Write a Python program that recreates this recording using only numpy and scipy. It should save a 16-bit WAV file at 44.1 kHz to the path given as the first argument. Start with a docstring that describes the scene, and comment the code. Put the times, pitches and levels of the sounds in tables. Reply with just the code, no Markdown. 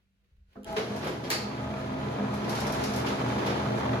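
"""A paper folding machine on a wooden table starts up, heard in stereo in a small quiet room.
Brushing noise, finger taps and damped bumps place a hand on the case, which presses the button. A relay ticks
and the motor whines up, then hums in wavering tones over rumbling noise and a growing rattle of dense impacts.
Levers clunk in bursts with a room tail, a steel clutch snaps and rings in narrow dying bands,
and a sheet is drawn through as rustling noise with light ticks that ring the guides."""
import sys
import numpy as np
from scipy import signal
from scipy.fft import rfft, irfft, next_fast_len
from scipy.io import wavfile
from scipy.ndimage import map_coordinates

SR = 44100
rng = np.random.default_rng(int(sys.argv[2]) if len(sys.argv) > 2 else 0)


def persist_wave(psi):
    """Save psi, clipped to +-1, as 16-bit WAV."""
    counts = np.round(np.clip(psi, -1, 1) * 32767).astype(np.int16)
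    wavfile.write(sys.argv[1], SR, np.atleast_2d(counts).T)


N = 176400

# how much later the left ear hears the rollers and the levers (s); negative: the left hears first
ROLLER_LAG_S, LEVER_LAG_S = -.00046, .00027
DIRECT_SHARE = .17  # share of the power that comes straight from the machine
# colour of skin on the case: f/Hz, relative level/dB per Hz
BRUSH_SPECTRUM = [(150, -7), (450, -2), (800, -12.5), (1500, -10.5), (2500, -10), (4500, -18), (8000, -35),
                  (14000, -28)]


def amp(db):
    """Decibels to an amplitude factor."""
    return 10 ** (np.asarray(db) / 20)


def unit(x):
    """Scale a sound to rms 1, over both ears together."""
    return x / np.sqrt(np.mean(x ** 2) + 1e-20)


def along(points, hz):
    """Read (f/Hz, value) points on a log frequency axis."""
    f, v = np.transpose(points)
    return np.interp(np.log(hz + 1), np.log(f + 1), v)


def curves(rows):
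    """One value per sample for each column after the time."""
    s, *cols = np.transpose(rows)
    return [np.interp(np.arange(N) / SR, s, c) for c in cols]


def wobble(rate):
    """A smooth random curve through rate random knots a second."""
    at = np.linspace(0, N, 4096)
    knots = rng.standard_normal(2048)
    return np.interp(np.arange(N), at, map_coordinates(knots, [at * rate / SR], mode="mirror"))


def tilted(spectrum, slope):
    """The spectrum made brighter by slope dB per octave, pivoting at 1 kHz."""
    return [(hz, db + slope * np.log2(hz / 1000)) for hz, db in spectrum]


def add(out, s, sound):
    """Mix a sound in at time s."""
    part = out[:, round(s * SR):][:, :sound.shape[1]]
    part += sound[:, :part.shape[1]]


def coloured(three, spectrum, lag=ROLLER_LAG_S, share=DIRECT_SHARE):
    """Three unrelated signals become a stereo pair: diffuse room sound, near mono in the bass, plus direct sound."""
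    # left-right likeness of the diffuse sound: f/Hz, correlation
    likeness = [(60, 0.78), (150, 1), (260, 0.84), (500, 0.82), (1000, 0.015), (4000, -0.075),
                (10000, 0.016)]
    housing_db, housing_grain_hz = 2.7, 35  # depth and spacing of the parts' many small resonances
    n = three.shape[1]
    m = next_fast_len(n + 8192)
    hz = np.fft.rfftfreq(m, 1 / SR)
    turn = np.arccos(np.clip(along(likeness, hz), -1, 1)) / 2
    ripple = map_coordinates(rng.standard_normal(1024), [hz / housing_grain_hz], mode="mirror")
    ripple *= np.clip(hz / 1500, 0, 1)  # shallower in the bass
    a, b, c = rfft(three, m) * amp(along(spectrum, hz) + housing_db * ripple)
    ears = np.array([[1], [-1]])
    diffuse = a * np.cos(turn) + ears * b * np.sin(turn)
    # half the lag delays the left ear, half advances the right
    direct = c * np.exp(-1j * np.pi * hz * lag * ears)
    pair = np.sqrt(1 - share) * diffuse + np.sqrt(share) * direct
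    return unit(irfft(pair, m)[:, :n])


def noise(spectrum, size=N, lag=ROLLER_LAG_S):
    """Steady stereo noise of rms 1 with this spectrum."""
    return coloured(rng.standard_normal((3, size)), spectrum, lag)


def blow(spectrum, rise, t60, room_db, lag=ROLLER_LAG_S):
    """A contact: a short burst from the parts and a room tail that fades at its own rate at each pitch."""
    # fading of the room: f/Hz, t60/s
    room_fade = [(100, 0.54), (500, 0.46), (2000, 0.38), (5000, 0.45), (12000, 0.27)]
    t = np.arange(SR // 2) / SR
    hz, s, z = signal.stft(noise(spectrum, size=len(t), lag=lag), SR, nperseg=256)
    fading = z * amp(-60 * s / along(room_fade, hz)[:, None])
    tail = signal.istft(fading, SR, nperseg=256)[1][:, :len(t)]
    burst = noise(spectrum, size=len(t), lag=lag) * amp(-60 * t / t60)
    return (burst + amp(room_db) * tail) * (1 - np.exp(-t / rise))


def click(lag):
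    """The first crack of a hard contact: decaying noise straight from the machine to both ears."""
    # f/Hz, relative level/dB per Hz
    crack_spectrum = [(500, -20), (3000, 3), (8500, -5), (12000, 1), (15500, -7)]
    t60 = 0.011  # s
    t = np.arange(SR // 20) / SR
    burst = rng.standard_normal((3, len(t))) * amp(-60 * t / t60)
    burst = np.roll(burst, SR // 1000, axis=1)  # 1 ms of room for the ear that hears first
    pair = coloured(burst, crack_spectrum, lag, share=1)
    # set the energy by the decay, not by the length of the buffer
    return pair * np.sqrt(t60 * SR / len(t) / np.log(1000))


def ring(modes, rise, spread):
    """Damped sine modes; the higher ones reach the two ears further out of step."""
    t = np.arange(SR // 2) / SR
    out = np.zeros((2, len(t)))
    for hz, db, t60 in modes:
        phase = rng.uniform(0, 2 * np.pi) + spread * hz / 500 * rng.standard_normal((2, 1))
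        out += amp(db - 60 * t / t60) * np.sin(2 * np.pi * hz * t + phase)
    return out * (1 - np.exp(-t / rise))


def jangle(clusters, rise):
    """Clusters of close modes: each is a narrow band of noise that dies away."""
    t = np.arange(SR // 2) / SR
    f = np.fft.rfftfreq(len(t), 1 / SR)
    out = np.zeros((2, len(t)))
    for hz, width, db, t60 in clusters:
        spectrum = rfft(rng.standard_normal((2, len(t)))) / (1 + (2 * (f - hz) / width) ** 4)
        out += unit(irfft(spectrum, len(t))) * amp(db - 60 * t / t60)
    return out * (1 - np.exp(-t / rise))


def tones(lines, waver_db, drift, speed=1):
    """Lines on a shared, slightly unsteady shaft speed; each flutters on its own, the bass ones less."""
    # the left-right part changes as the microphone moves: t/s, level/dB of the opposite part
    stereo_width = [(.75, -1), (1.5, -4), (2.2, -3), (2.6, -1), (4, -2)]
    waver_per_s = 15
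    shaft = np.cumsum(speed + drift * wobble(7)) / SR
    width_db, = curves(stereo_width)
    out = np.zeros((2, N))
    for hz, common_db, opposite_db in lines:
        loose = min(hz / 200, 1)  # full flutter from 200 Hz up
        phase = 2 * np.pi * hz * shaft + rng.uniform(0, 2 * np.pi) + 0.32 * loose * wobble(16)
        common_waver = loose * waver_db * (wobble(waver_per_s) - 0.99)
        opposite_waver = loose * waver_db * (wobble(waver_per_s) - 1.14)
        common = amp(common_db + common_waver) * np.sin(phase)
        opposite = amp(opposite_db + width_db + opposite_waver) * np.cos(phase)
        out += np.sqrt(2) * np.array([common + opposite, common - opposite])
    return out


def quiet_room():
    """Faint room noise with a low, gently wavering tone."""
    # f/Hz, relative level/dB per Hz
    room_spectrum = [(25, -23), (55, 6), (110, -10), (190, -12), (310, -25), (550, -28), (1150, -37),
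                     (2400, -28), (6500, -42), (15000, -45)]
    low_tone = tones([(196, 0.014, -9)], waver_db=2.0, drift=0.0032)
    return amp(-73.5) * noise(room_spectrum) + amp(-79) * low_tone


def hand_brush():
    """Skin brushing the case: noise whose level follows the hand and trembles."""
    # t/s, level/dB
    brush_level = [(0, -77), (.06, -88), (.13, -92), (.19, -91), (.26, -76), (.33, -83), (.4, -84),
                   (.45, -90), (.53, -68.5), (.65, -84)]
    return amp(curves(brush_level)[0] + 3.5 * wobble(32.7)) * noise(BRUSH_SPECTRUM)


def touches():
    """Fingers tap the case lightly on their way to the button: short bright bursts."""
    # t/s, level/dB
    taps = [(.243, -71), (.366, -72), (0.531, -61)]
    out = np.zeros((2, N))
    for s, db in taps:
        add(out, s, amp(db) * blow(tilted(BRUSH_SPECTRUM, 1.8), rise=.0006, t60=.025, room_db=-12))
    return out


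def bumps():
    """The hand and the starting jolt shake the case, and the machine rocks on its table in damped low modes."""
    # t/s, level/dB
    shakes = [(0.314, -55), (0.349, -58), (.383, -52), (0.413, -56.5), (.485, -57), (.555, -51),
              (0.673, -44)]
    # f/Hz, relative level/dB, t60/s
    rocking_modes = [(51.5, -2.5, 0.37), (77, -2, 0.23), (125, -10, .1)]
    out = np.zeros((2, N))
    for s, db in shakes:
        add(out, s, amp(db) * ring(rocking_modes, rise=.003, spread=.5))
    return out


def paper():
    """The sheet slides over the rollers as noise; edges and pawls crack, tick and ring the thin guides."""
    # sliding of the sheet: t/s, level/dB
    slide_level = [(.45, -87.5), (.53, -74), (.645, -74), (.67, -50.5), (.9, -49.5), (1.07, -47.5),
                   (1.2, -52.5), (1.55, -53), (2.3, -52), (2.47, -47), (2.52, -41), (2.72, -45),
                   (2.82, -42.5), (2.97, -44), (3.2, -45), (3.5, -45.5), (3.7, -46), (4, -50.5)]
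    # rustle, then tick: f/Hz, relative level/dB per Hz
    rustle_spectrum = [(500, -8), (1500, 7), (2500, 4), (4000, 1.5), (5500, -2.5), (7000, -5),
                       (8700, -15.5), (10500, -7.5), (13300, -19), (14400, -72), (16000, -50)]
    tick_spectrum = [(500, -46), (2000, 0), (3300, 2.5), (5500, 10.5), (8500, 0.5), (11000, 6), (13500, 1),
                     (16000, -40)]
    # edges and pawls: t/s, level/dB, brightness/dB per octave, first crack/dB relative to the tick
    edge_ticks = [(.727, -57, 2, 8), (0.961, -49, -1, -10), (1.045, -53, 11, -8), (1.073, -46, -1, -8),
                  (1.436, -46, -11, -15), (2.338, -50.5, 0, -8), (2.443, -45.5, -11, -14),
                  (2.494, -39, -1.5, -8), (2.551, -40.5, -4.5, -13), (2.603, -39, -2.5, -8),
                  (2.667, -40, -4, -15), (2.722, -40.5, -0.5, -1), (2.838, -35.5, -5, -6),
                  (2.935, -40, -6, -17), (2.961, -40.5, 2, -11), (3.084, -46, -2, -6),
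                  (3.384, -48, -7, -15), (3.461, -45, -2, -8)]
    # thin guides: f/Hz, width/Hz, relative level/dB, t60/s
    guide_modes = [(2230, 300, -1, 0.26), (4200, 350, 0, 0.22), (5370, 750, 5, 0.29),
                   (6500, 300, -33, 0.14)]
    guide_db = -16  # ring of the guides against the tick
    out = amp(curves(slide_level)[0] + 1.2 * wobble(35.27) + 0.2 * wobble(390)) * noise(rustle_spectrum)
    for s, db, bright, crack_db in edge_ticks:
        add(out, s, amp(db + crack_db) * click(ROLLER_LAG_S))
        tick = blow(tilted(tick_spectrum, bright), rise=0.00062, t60=0.046, room_db=-2.5)
        guides = amp(guide_db) * jangle(guide_modes, rise=0.0029)
        add(out, s, amp(db) * (tick + guides))
    return out


def button():
    """The button's click: a dull burst with a room tail."""
    # f/Hz, relative level/dB per Hz
    button_spectrum = [(100, -7), (400, 5), (650, -3), (900, -9), (1300, -5), (2000, -25), (9000, -52)]
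    out = np.zeros((2, N))
    add(out, .553, amp(-42.5) * blow(button_spectrum, rise=0.007, t60=0.13, room_db=-5))
    return out


def knocks():
    """Knocks that ring the panels in damped modes; the first is the button press."""
    # t/s, level/dB
    panel_knocks = [(.556, -37.5), (0.759, -31.5), (.905, -35), (2.195, -25.5)]
    # f/Hz, relative level/dB, t60/s
    panel_modes = [(204.8, 2.5, 0.42), (256.1, -0.5, 0.41), (437, -2, 0.25), (517.5, -3, 0.26),
                   (682, 0, 0.14), (1360, -18, .1)]
    out = np.zeros((2, N))
    for s, db in panel_knocks:
        add(out, s, amp(db) * ring(panel_modes, rise=0.034, spread=0.49))
    return out


def relay():
    """The relay closes: hard cracks, each with a short ring in two narrow bands."""
    # t/s, level/dB
    closings = [(0.632, -54), (0.644, -43.5)]
    # f/Hz, width/Hz, relative level/dB, t60/s
    relay_bands = [(2900, 320, -9, 0.033), (3200, 250, -7, 0.059)]
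    crack_db = -1  # against the ring
    out = np.zeros((2, N))
    for s, db in closings:
        add(out, s, amp(db) * jangle(relay_bands, rise=0.00061))
        add(out, s, amp(db + crack_db) * click(LEVER_LAG_S))
    return out


def whine():
    """The motor's brief whine: tones that overshoot in pitch, then settle under load."""
    # f/Hz, level/dB common to both ears, level/dB opposite between them, before the level curve
    whine_tones = [(207, -46, -62), (446, -62, -58), (642, -37.5, -46), (810, -45, -45), (830, -43, -46),
                   (1274, -51, -53)]
    # t/s, level/dB
    whine_level = [(.645, -35), (.665, -7), (.69, -5), (.712, 1.5), (.76, 0), (.82, -10), (.95, -16),
                   (1.1, -60)]
    start_s, overshoot, settle_s = .65, .035, .05  # overshoot as a share of the speed
    t = np.arange(N) / SR
    settling = 1 + overshoot * np.exp(-np.maximum(t - start_s, 0) / settle_s)
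    sound = tones(whine_tones, waver_db=1.5, drift=0.005, speed=settling)
    return amp(curves(whine_level)[0]) * sound * (t > whine_level[0][0])


def gears():
    """Dense uneven tooth and belt impacts rattle the plastic housing for a moment, over their wash in the room."""
    # f/Hz, relative level/dB per Hz
    rattle_spectrum = [(25, -48), (100, -28), (250, -3), (410, -4), (570, -5), (720, -7), (900, -3),
                       (1150, -5.5), (1300, -8), (1550, -11), (1900, -14), (2350, -14.5), (2850, -20),
                       (3500, -19), (4400, -25.5), (5300, -29.5), (6800, -34), (8500, -62), (11000, -87),
                       (13300, -48), (14300, -62), (16000, -85)]
    hits_per_s, spread_db, impact_share = 330, 3, .5  # share of the rattle's power in distinct impacts
    t = np.arange(SR // 40) / SR
    strengths = amp(spread_db * np.clip(rng.standard_normal(N), -2, 2))
    hits = (rng.random(N) < hits_per_s / SR) * strengths
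    # the power of overlapping hits adds up; each has an amplitude t60 of 23 ms
    strength = np.sqrt(np.abs(signal.fftconvolve(hits ** 2, amp(-120 * t / 0.023))[:N]))
    impacts = coloured(strength * rng.standard_normal((3, N)), rattle_spectrum)
    return np.sqrt(impact_share) * impacts + np.sqrt(1 - impact_share) * noise(rattle_spectrum)


def clatter():
    """Loose rollers and guides knock at random, each knock with its own pitches and strength."""
    knocks_per_s, range_db, t60 = 45, 14, .05  # t60 in s
    middle_hz, spread_octaves = 750, .6
    out = np.zeros((2, N))
    t = np.arange(SR // 12) / SR
    envelope = amp(-60 * t / t60) * (1 - np.exp(-t / 0.00039))
    for at, size in rng.random((int(knocks_per_s * N / SR), 2)):
        hz = middle_hz * 2 ** (spread_octaves * rng.standard_normal((6, 1)))
        phase = rng.uniform(0, 2 * np.pi, (6, 1)) + hz / 1000 * rng.standard_normal((2, 6, 1))
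        modes = np.sin(2 * np.pi * hz * t + phase).mean(axis=1)
        add(out, at * (N - 1) / SR, amp(range_db * size) * modes * envelope)
    return unit(out)


def drive():
    """Motor hum, roller rumble, gear rattle and the boom of the table top come up together with the speed."""
    # t/s, hum level/dB, rumble level/dB, rattle level/dB, boom level/dB, each before its trim below
    drive_level = [(.7, -10, -44, -44.5, -56), (.95, -1, -40, -40.5, -63), (1.2, -2.5, -41.5, -43.5, -73),
                   (1.65, 1.5, -46.5, -40, -49), (2.0, 2, -41.5, -39.5, -50), (2.25, 5, -42.5, -37, -59),
                   (2.45, 3, -37.5, -37, -52), (2.65, 4.5, -43, -33.5, -47), (3.1, 5, -38.5, -34.5, -50),
                   (3.5, 6, -38, -33, -52), (4.0, 6, -36.5, -34, -54)]
    # motor, belts and gears, standing in the room, before the hum level:
    # f/Hz, level/dB common to both ears, level/dB opposite between them
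    hum_tones = [(80.15, -50.5, -79), (116.7, -50, -75), (121, -41.5, -75), (143.5, -42.5, -75),
                 (199.6, -46, -67), (206.4, -39.5, -77), (225, -48.5, -59), (257.9, -42.5, -56),
                 (289.7, -50, -59), (358.4, -50.5, -49), (449, -52.5, -45), (523.7, -56, -54),
                 (595, -53, -65), (646.8, -45.5, -45), (699, -51, -54), (774, -57, -44), (826, -55, -52),
                 (843, -52, -51), (1001, -54.5, -60), (1250, -55, -62), (1364, -58, -49.5)]
    # rollers, then table top: f/Hz, relative level/dB per Hz
    rumble_spectrum = [(25, -45), (60, -12), (100, -7.5), (130, -6.5), (170, -4), (215, -1), (270, -7),
                       (330, -4), (420, -2), (700, -21), (2000, -85)]
    boom_spectrum = [(20, -40), (32, -26), (41, -10), (52, 18), (62, 1), (76, 22.5), (95, -2), (130, -55)]
    start_s, spin_up_s = .65, .052
    hum_trim_db, clatter_db = -2, -8.5  # clatter against the gears
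    hum_db, rumble_db, rattle_db, boom_db = curves(drive_level)
    speed = np.clip((np.arange(N) / SR - start_s) / spin_up_s, 0, 1)
    hum = amp(hum_db + hum_trim_db) * tones(hum_tones, waver_db=3.8, drift=0.0015)
    rumble = amp(rumble_db + 0.92 * wobble(23)) * noise(rumble_spectrum)
    boom = amp(boom_db) * noise(boom_spectrum)
    rattle = amp(rattle_db + 0.59 * wobble(20) - 0.89) * (gears() + amp(clatter_db) * clatter())
    return speed ** 2 * hum + np.sqrt(speed) * (rumble + boom + rattle)


def levers():
    """Plastic levers and cams clunk: a burst from the parts over a thud of the frame."""
    # t/s, level/dB, rise/s, brightness/dB per octave, thud level/dB
    lever_clunks = [(.763, -35.5, 0.0033, 0, -31.5), (1.019, -39, 0.0097, -2.5, -47),
                    (1.066, -37, 0.0028, -3.5, -44), (1.236, -46.5, 0.0028, 0, -40),
                    (3.06, -39, 0.0037, 0.5, -42), (3.263, -53, 0.002, -8, -49),
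                    (3.379, -40, 0.0017, -4, -39), (3.461, -36.5, 0.0035, -2, -50),
                    (3.501, -41.5, 0.0022, -1.3, -52)]
    # lever, then frame: f/Hz, relative level/dB per Hz
    clunk_spectrum = [(60, -25), (200, -13), (420, 1), (700, -4), (1400, -4.5), (3200, -7.5), (5500, -13.5),
                      (8500, -30.5), (11000, -24.5), (13500, -33), (15500, -58)]
    thud_spectrum = [(150, -27), (300, -15), (430, 16), (560, 0), (800, 4), (1500, -56)]
    out = np.zeros((2, N))
    for s, db, rise, bright, thud_db in lever_clunks:
        clunk = blow(tilted(clunk_spectrum, bright), rise, t60=0.18, room_db=6.0, lag=LEVER_LAG_S)
        add(out, s, amp(db) * clunk)
        add(out, s, amp(thud_db) * blow(thud_spectrum, rise=0.0076, t60=0.52, room_db=-4.5))
    return out


def clutch():
    """The steel clutch touches, snaps in and bounces; each contact cracks and rings its plate."""
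    # t/s, level/dB, first crack/dB relative to the blow
    contacts = [(1.296, -43, -6), (1.3015, -27, 2), (1.311, -27, -4), (1.327, -34, -7)]
    # f/Hz, relative level/dB per Hz
    snap_spectrum = [(100, -39), (350, 10), (700, 2.5), (1300, 2.5), (2400, 2.5), (3200, -2.5), (4500, 1),
                     (5500, -2.5), (7000, -8), (9000, -9.5), (11000, -11.5), (13500, -11), (16000, -49)]
    # clutch plate: f/Hz, width/Hz, relative level/dB, t60/s
    plate_modes = [(1239, 25, -7, 0.53), (2060, 360, -7.5, 0.46), (2650, 150, -13, 0.48),
                   (4270, 270, -2.5, 0.48), (4600, 180, -2.5, 0.54), (5170, 200, -17, 0.38),
                   (6820, 300, -11, 0.41)]
    plate_db = -9  # ring of the plate against the snap
    out = np.zeros((2, N))
    for s, db, crack_db in contacts:
        snap = blow(snap_spectrum, rise=0.0016, t60=0.036, room_db=-1.5, lag=LEVER_LAG_S)
        plate = amp(plate_db) * jangle(plate_modes, rise=0.0012)
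        add(out, s, amp(db) * (snap + plate))
        add(out, s, amp(db + crack_db) * click(LEVER_LAG_S))
    return out


def scene():
    """The quiet room, the hand and the machine together."""
    hand = hand_brush() + touches() + bumps() + button() + knocks()
    machine = relay() + whine() + drive() + levers() + clutch()
    return quiet_room() + hand + paper() + machine


def record(dry):
    """The two microphones differ a little in colour and keep nothing above their band limit."""
    top_hz = 15900
    m = next_fast_len(N + 8192)
    hz = np.fft.rfftfreq(m, 1 / SR)
    # left minus right: f/Hz, level/dB
    lean = [(60, 0.1), (250, -1.7), (500, 2.0), (1000, 0.5), (2000, -3), (4000, 0.1), (12000, 1.7)]
    colour = amp(along(lean, hz) * np.array([[.5], [-.5]]))
    return irfft(rfft(dry, m) * colour * (hz < top_hz), m)[:, :N]


dry = scene()
out = record(dry)
persist_wave(out)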